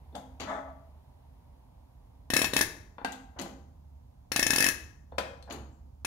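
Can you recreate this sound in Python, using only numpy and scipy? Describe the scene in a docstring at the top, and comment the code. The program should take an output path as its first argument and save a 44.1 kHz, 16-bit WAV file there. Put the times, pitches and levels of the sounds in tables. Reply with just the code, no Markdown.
"""A diesel injector nozzle chatters on a hand-pumped pop tester in a workshop.
At opening pressure each pop is a puff of spray, then the needle slams shut and rings the steel.
The lever knocks on its stop and drops back with a clatter, loose pins tick, the plunger groans
on the first stroke and the pivot squeaks once. A low hum and rumble lie underneath."""
import sys
import numpy as np
from scipy import signal
from scipy.fft import rfft, irfft, next_fast_len
from scipy.io import wavfile
from scipy.ndimage import uniform_filter1d

SR = 44100
rng = np.random.default_rng(int(sys.argv[2]) if len(sys.argv) > 2 else 0)


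def transcribe(signal):
    """Save signal, clipped to [-1, 1], as a 16-bit WAV file at the path in sys.argv[1]."""
    frames = np.atleast_2d(signal).T
    limited = np.clip(frames, -1, 1)
    pcm = np.round(limited * 32767).astype(np.int16)
    wavfile.write(sys.argv[1], SR, pcm)


N = 267246
TIME = np.arange(N) / SR


def from_db(db):
    """Decibels to gain."""
    return 10 ** (np.asarray(db) / 20)


def unit_rms(x):
    """Scale to unit rms."""
    return x / np.sqrt(np.mean(x ** 2) + 1e-20)


def at_hz(points, hz):
    """Interpolate a table over log frequency."""
    f, value = np.transpose(points)
    return np.interp(np.log(hz + 1e-9), np.log(f), value)


def convolve(x, response):
    """Apply a mono or stereo impulse response."""
    return signal.fftconvolve(np.atleast_2d(x), np.atleast_2d(response), axes=1)[:, :N]


def colour(x, spectrum, size=4096):
    """Minimum-phase filter with the given dB spectrum."""
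    gain = from_db(at_hz(spectrum, np.fft.rfftfreq(size, 1 / SR)))
    cepstrum = irfft(np.log(gain))
    cepstrum[1:size // 2] *= 2
    cepstrum[size // 2 + 1:] = 0
    return convolve(x, irfft(np.exp(rfft(cepstrum))))


def resonate(x, modes):
    """Parallel two-pole resonators of alternating sign."""
    out = 0
    for k, (hz, width_hz, peak_db) in enumerate(modes):
        r = np.exp(-np.pi * width_hz / SR)
        poles = [1, -2 * r * np.cos(2 * np.pi * hz / SR), r * r]
        gain = (-1) ** k * from_db(peak_db) * (1 - r * r) / 2
        out = out + gain * signal.lfilter([1, 0, -1], poles, x + 1e-18)
    return out


# left-right coherence of diffuse sound: f/Hz, correlation
COHERENCE = [(300, 1), (700, 0.83), (1400, 0.25), (3500, -0.6), (7000, 0.22), (12000, -0.59)]

def stereo_noise(size=N):
    """Diffuse white noise: shared in the bass, partly opposed in the treble."""
    mid, side = rfft(rng.standard_normal((2, next_fast_len(size))))
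    alike = at_hz(COHERENCE, np.linspace(0, SR / 2, len(mid)))
    spectra = np.sqrt((1 + alike) / 2) * mid + np.sqrt((1 - alike) / 2) * side * [[1], [-1]]
    return irfft(spectra)[:, :size]


def clicks(times_s, levels_db):
    """One impulse per event."""
    out = np.zeros(N)
    out[(times_s * SR).astype(int)] = from_db(levels_db)
    return out


def bursts(times_s, levels_db, decays_s, rise=0.042):
    """One swell and exponential decay per event; rise is a fraction of the decay time."""
    out = np.zeros(N)
    for t_s, db, decay_s in np.broadcast(times_s, levels_db, decays_s):
        span = out[int(t_s * SR):][:int(10 * decay_s * SR)]
        age = TIME[:len(span)] / decay_s
        span += from_db(db) * np.exp(-age) * (1 - np.exp(-age / rise))
    return out


def unsteady_tone(hz, waver, smooth_samples):
    """Sine with random pitch jitter; waver is its relative rms."""
    jitter = unit_rms(uniform_filter1d(rng.standard_normal(N), smooth_samples))
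    return np.sin(2 * np.pi * np.cumsum(hz * (1 + waver * jitter)) / SR)


def contact(noise, t_s, db, cutoff_hz, decay_s):
    """Steel on steel: a low-passed noise burst."""
    lowpass = signal.butter(2, min(cutoff_hz, SR / 3), fs=SR)
    return signal.lfilter(*lowpass, noise * bursts(t_s, db, decay_s, rise=0.11) + 1e-18)


# hum envelope: t/s, level/dB
HUM_ENVELOPE = [(0, -55), (3.1, -62.5), (3.7, -51.5), (4.3, -58), (4.95, -50.5), (6.06, -50.5)]
# noise spectra and shading of the right channel: f/Hz, gain/dB
RUMBLE_EQ = [(25, -43), (38, -8.5), (50, 1), (95, -7), (135, -7.5), (190, -20), (260, -15.5), (350, -34.5),
             (700, -22.5), (2000, -52.5)]
RUSH_EQ = [(200, -11.5), (450, -11), (700, -6), (950, -0.5), (1300, -19), (2000, -14), (4000, -16.5),
           (8000, -28)]
HISS_EQ = [(500, -14.5), (3000, -1), (7000, -1.5), (8500, -22), (12000, 0), (15500, -3)]
RIGHT_SHADE_EQ = [(100, 3.5), (380, 0.5), (700, -2), (1300, -4.5), (2400, -10), (4400, -11.5),
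                  (6800, -19.5), (8300, -9), (9600, -3), (12000, 1), (15000, -4.5)]

def background(hum_hz=71.5, hum_width_hz=5, rumble_db=-55.5, hiss_db=-81, right_lag_s=0.00071):
    """Wavering low hum, steady rumble, a slowly receding far rush and faint hiss."""
    hum_db = np.interp(TIME, *np.transpose(HUM_ENVELOPE))
    waver = unit_rms(resonate(rng.standard_normal(N), [(hum_hz, hum_width_hz, 0)]))
    hum = unit_rms(colour(waver, [(90, -10), (200, -23.5)]) + 0.34 * np.sin(2 * np.pi * hum_hz * TIME))
    rumble = unit_rms(colour(stereo_noise(), RUMBLE_EQ))
    left, right = (from_db(hum_db) * hum + from_db(rumble_db) * rumble) * from_db([[-1.3], [1.3]])
    lows = np.array([left, np.interp(TIME - right_lag_s, TIME, right)])
    rush = colour(unit_rms(colour(stereo_noise(), RUSH_EQ)), RIGHT_SHADE_EQ)
    rush_db = -61.5 - 1.97 * TIME
    hiss = unit_rms(colour(stereo_noise(), HISS_EQ))
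    return lows + from_db(rush_db) * rush + from_db(hiss_db) * hiss


# lever on its stop: t/s, level/dB, contact time/s, clack gain/dB
KNOCKS = [(0.126, -33.5, 0.026, -20), (0.147, -27, 0.026, -22), (2.9819, -27.5, 0.0049, -25),
          (3.014, -29.5, 0.0049, -8), (3.0468, -15.5, 0.0053, 2.5), (3.458, -29, 0.011, -6),
          (5.12, -30.5, 0.013, -21), (5.1817, -14, 0.0074, -22)]
# contact spectrum: f/Hz, gain/dB
KNOCK_EQ = [(80, -13.5), (260, 2), (380, -1), (480, 6), (800, 10.5), (1250, 1.5), (1550, 6.5), (2300, -1),
            (4500, -4), (8000, -14.5), (15000, -24)]
# modes of the tester frame and the stop: f/Hz, width/Hz, gain/dB
FRAME_MODES = [(263, 6.1, 8), (466.5, 13.7, 14), (550, 24, 3), (622.5, 6, 10.5), (786.3, 15, 12),
               (870, 16, 9), (2490, 18, -13), (3570, 60, -2), (4320, 11, -1)]
STOP_MODES = [(1180, 255, -12.5), (1615, 58, 10), (1925, 190, -23.5)]

def lever_knocks(ref_hz=1680, ref_db=-25.5, ref_s=0.011, db_per_octave=4, strike_db=14):
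    """Harder, shorter blows are brighter; all ring the frame, square hits make the stop clack."""
    noise = stereo_noise()
    blows = on_stop = 0
    for t_s, db, contact_s, clack_db in KNOCKS:
        cutoff_hz = ref_hz * 2 ** ((db - ref_db) / db_per_octave) * np.sqrt(ref_s / contact_s)
        blow = contact(noise, t_s, db, cutoff_hz, contact_s)
        blows = blows + blow
        on_stop = on_stop + from_db(clack_db) * blow
    t_s, db, *_ = np.transpose(KNOCKS)
    frame = resonate(blows + clicks(t_s, db + strike_db), FRAME_MODES)
    return colour(blows, KNOCK_EQ) + frame + resonate(on_stop, STOP_MODES)


# pin contacts: t/s, level/dB, decay/s, f/Hz
PIN_TICKS = [(0.1521, -26.5, 0.0041, 3400), (0.1554, -42.5, 0.026, 6540), (0.4053, -29.5, 0.002, 6600),
             (3.1217, -26, 0.0027, 6600), (3.1264, -31, 0.0066, 3650), (3.3965, -22, 0.0011, 6500),
             (3.4148, -24, 0.004, 7170), (3.422, -28, 0.0028, 4500), (3.391, -31, 0.0042, 4520),
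             (5.4251, -37, 0.004, 4200), (5.523, -27.5, 0.0053, 6820)]

def loose_pins(tick_db=-12, ping_db=4, ping_width_hz=350):
    """Each pin ticks within an octave of its pitch and pings briefly on it."""
    noise, out = stereo_noise(), 0
    for t_s, db, decay_s, hz in PIN_TICKS:
        touch = noise * bursts(t_s, db, decay_s) + 1e-18
        band = signal.butter(2, [hz / 2, 2 * hz], "band", fs=SR, output="sos")
        tick = from_db(tick_db) * signal.sosfilt(band, touch)
        out = out + tick + resonate(touch, [(hz, ping_width_hz, ping_db)])
    return out


# lever falling back on the plunger: t/s, clatter/dB, thud/dB, rub/dB
LEVER_DROPS = [(0.398, -27.5, -35.5, -68), (3.387, -28.5, -36.5, -36.5), (5.5, -31, -35.5, -37)]
# linkage and bench spectra: f/Hz, gain/dB
CLATTER_EQ = [(300, 1.5), (700, 11), (1250, 3.5), (2000, 4.5), (3000, 5), (4600, 4), (5300, -5), (6800, 3),
              (8200, -19.5), (12000, -18.5), (15000, -27)]
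THUD_EQ = [(40, -43), (120, -5.5), (220, 5.5), (330, 1.5), (600, -12), (1200, -7), (4000, -54.5)]

def lever_drops(contacts_per_s=1800, clatter_s=0.017, rebound_s=0.0238, rebound_db=-11.5,
                ring_db=3, thud_db=12, rub_lead_s=0.027):
    """The pivot rubs, the linkage clatters in tiny contacts and rebounds once, the bench thuds."""
    t_s, db, bench_db, rub_db = np.transpose(LEVER_DROPS)
    hits = rng.random(N) < contacts_per_s / SR
    hit_db = -1.5 * np.minimum(rng.exponential(1, N), 3)
    grain = unit_rms(signal.lfilter([1], [1, -.9], hits * from_db(hit_db)) * stereo_noise())
    landing = bursts(t_s, db, clatter_s, rise=0.22)
    rebound = bursts(t_s + rebound_s, db + rebound_db, clatter_s, rise=0.37)
    rattle = grain * (landing + rebound)
    noise = stereo_noise()
    rub = contact(noise, t_s - rub_lead_s, rub_db, cutoff_hz=1050, decay_s=0.058)
    thud = noise * bursts(t_s, bench_db + thud_db, decays_s=0.055, rise=0.16)
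    frame = resonate(rub + from_db(ring_db) * rattle, FRAME_MODES)
    return colour(rub, KNOCK_EQ) + colour(rattle, CLATTER_EQ) + frame + colour(thud, THUD_EQ)


# first stroke, which drags, sticks and slips on: t/s, length/s, level/dB
PLUNGER_DRAGS = [(0.43, 0.17, -33), (0.652, 0.03, -44.5)]
# pump body modes: f/Hz, width/Hz, gain/dB
PUMP_MODES = [(270.3, 4.2, -6.5), (656, 23, -0.5), (633, 130, -4.5), (870, 230, -9), (1160, 13, -0.5),
              (1283, 39, -5), (1536, 115, -16), (1702, 38, -10), (2000, 220, -17), (3460, 260, -26),
              (6540, 1600, -37.5)]

def plunger(attack_s=0.074, sag_db_per_s=34.5, release_s=0.028, split_hz=900, dulling_db_per_s=105,
            catch_s=0.5, swell_s=0.035, groan_hz=668, sink_hz_per_s=70, groan_db=2):
    """Friction drives the pump body; the slowing stroke dulls and catches in a sinking groan."""
    envelope = 0
    for t_s, length_s, db in PLUNGER_DRAGS:
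        age_s, rise_s = TIME - t_s, min(attack_s, length_s)
        attack = np.clip(age_s / rise_s, 0, 1) ** 2
        held = from_db(db - sag_db_per_s * np.maximum(age_s - rise_s, 0))
        release = np.exp(-np.maximum(age_s - length_s, 0) / release_s)
        envelope = envelope + attack * held * release
    stroke_s = np.maximum(TIME - PLUNGER_DRAGS[0][0], 0)
    treble_db = np.maximum(7.5 - dulling_db_per_s * stroke_s, -11)
    rub = unit_rms(resonate(stereo_noise(), PUMP_MODES))
    low = signal.sosfiltfilt(signal.butter(2, split_hz, fs=SR, output="sos"), rub)
    caught_s = np.clip(TIME - catch_s, 0, 1)
    tone = unsteady_tone(groan_hz - sink_hz_per_s * caught_s, waver=0.0079, smooth_samples=400)
    groan = from_db(groan_db) * tone * (1 - np.exp(-caught_s / swell_s))
    return envelope * (groan + low + from_db(treble_db) * (rub - low))


# uneven pops while a push holds opening pressure: t/s, spray/dB, needle/dB
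NOZZLE_POPS = [(2.3022, -29.5, -29), (2.336, -24.5, -15.5), (2.3646, -25, -8.5), (2.3906, -29, -20.5),
               (2.4165, -25, -17.5), (2.4437, -26.5, -24.5), (2.5348, -27.5, -27.5), (2.5644, -24, -11),
               (2.5887, -29, -17), (2.6099, -24.5, -9.5), (4.3178, -31, -19), (4.361, -27, -12.5),
               (4.3931, -28, -13.5), (4.427, -29.5, -12), (4.465, -28.5, -11.5), (4.5039, -29, -8.5),
               (4.534, -27, -17.5), (4.559, -28, -9.5), (4.5824, -29, -11.5), (4.6037, -28.5, -8),
               (4.623, -35, -10), (4.641, -31.5, -10), (4.6632, -29.5, -11.5), (4.6855, -31, -11),
               (6.048, -32, -21)]
# air puff, spray mist and needle slam spectra: f/Hz, gain/dB
PUFF_EQ = [(40, -18.5), (100, -1.5), (170, 0.5), (300, 4), (600, -3.5), (1200, -4), (2500, -10),
           (6000, -32), (16000, -44.5)]
MIST_EQ = [(300, -2), (700, 0), (2000, 1), (4000, 5), (8000, -14.5), (10500, -3.5), (12800, -11),
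           (15500, -9)]
SLAM_EQ = [(300, -50.5), (1100, -34.5), (1800, 5), (2700, -5.5), (4700, -3), (5600, 0.5), (7000, 0.5),
           (8200, -14), (9600, 0), (11600, -6), (12600, -12.5), (15200, -11)]
# injector body and pipe modes: f/Hz, width/Hz, gain/dB
INJECTOR_MODES = [(1608, 93, 4), (1713, 65, 13.5), (1841, 48, 12.5), (2117, 35, 10), (2593, 42, 15),
                  (3200, 83, -3.5), (5370, 190, 6.5), (5770, 110, 1.5), (6910, 120, 7), (9500, 70, 1.5),
                  (9300, 60, 2.5)]

def nozzle(puff_db=35, mist_db=11, open_s=0.0017, slam_db=9, ring_db=16, freeing_db_per_s=1.34):
    """A pop shoves air and hisses; the needle reseats and rings the steel, more freely each push."""
    t_s, spray_db, needle_db = np.transpose(NOZZLE_POPS)
    puff = clicks(t_s, spray_db + puff_db)
    jet = stereo_noise() * bursts(t_s, spray_db + mist_db, decays_s=0.0037, rise=0.11)
    slam = stereo_noise() * bursts(t_s + open_s, needle_db + slam_db, decays_s=0.0017, rise=0.58)
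    strike_db = needle_db + ring_db + freeing_db_per_s * (t_s - t_s.mean())
    steel = resonate(clicks(t_s + open_s, strike_db) + jet, INJECTOR_MODES)
    return colour(puff, PUFF_EQ) + colour(jet, MIST_EQ) + colour(slam, SLAM_EQ) + steel


def spray_cloud(gain_db=-1, decay_s=0.016, band_hz=(5500, 12500)):
    """Fine droplets hiss on after each pop and fill the gap to the next."""
    t_s, spray_db, _ = np.transpose(NOZZLE_POPS)
    droplets = stereo_noise() * bursts(t_s, spray_db + gain_db, decay_s, rise=0.24)
    band = signal.butter(2, band_hz, "band", fs=SR, output="sos")
    return signal.sosfilt(band, droplets + 1e-18)


def pivot_squeak(centre_s=5.737, sigma_s=0.042, top_hz=7680, sag_hz=600, peak_db=-77):
    """One thin, unsteady squeak; pitch and level rise and fall in an arch."""
    off_centre = ((TIME - centre_s) / sigma_s) ** 2
    hz = top_hz - sag_hz * np.minimum(off_centre, 2)
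    envelope = from_db(peak_db) * np.exp(-off_centre / 2)
    return envelope * unsteady_tone(hz, waver=0.012, smooth_samples=40)


# room decay: f/Hz, T60/s
TAIL_T60 = [(100, 0.96), (400, 0.65), (900, 0.6547), (2000, 0.4652), (4000, 0.44), (7000, 0.5249),
            (11000, 0.31), (16000, 0.5)]
# room tail spectrum: f/Hz, gain/dB
TAIL_EQ = [(100, -3.5), (400, -8.5), (900, -9), (2000, -6), (6000, -10.5), (11000, -10), (16000, -17.5)]

def workshop(x, tail_db, scatter_db, scatter_t60_s=0.14, first_echo_s=0.0035, build_s=0.0092):
    """Direct sound, quick scatter off bench and floor, then a tail dying band by band."""
    t_s = TIME[:SR]
    hz = np.fft.rfftfreq(SR, 1 / SR)
    centres_hz = np.geomspace(100, 16000, 12)
    diffuse, tail = rfft(stereo_noise(SR)), 0
    for centre_hz, weights in zip(centres_hz, np.eye(len(centres_hz))):
        band = irfft(diffuse * at_hz(list(zip(centres_hz, weights)), hz), SR)
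        fade = from_db(-60 * t_s / at_hz(TAIL_T60, centre_hz)) * (1 - np.exp(-t_s / build_s))
        gain = from_db(tail_db + at_hz(TAIL_EQ, centre_hz))
        tail = tail + gain * band * fade / np.linalg.norm(fade)
    fade = from_db(-60 * t_s / scatter_t60_s) * (t_s > first_echo_s)
    scatter = from_db(scatter_db) * stereo_noise(SR) * fade / np.linalg.norm(fade)
    return x + convolve(x, tail + scatter)


def scene():
    """Nozzle in plain view, half-hidden lever heard more via the room; right channel shaded."""
    injector = workshop(nozzle() + spray_cloud(), tail_db=0, scatter_db=-5)
    mechanism = lever_knocks() + lever_drops() + loose_pins() + plunger() + pivot_squeak()
    left, right = injector + workshop(mechanism, tail_db=4, scatter_db=-6)
    return np.vstack([left, colour(right, RIGHT_SHADE_EQ)]) + background()


def record(dry):
    """Steep low-pass at 15.7 kHz."""
    return signal.sosfilt(signal.ellip(10, .3, 80, 15700, fs=SR, output="sos"), dry)


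dry = scene()
out = record(dry)
transcribe(out)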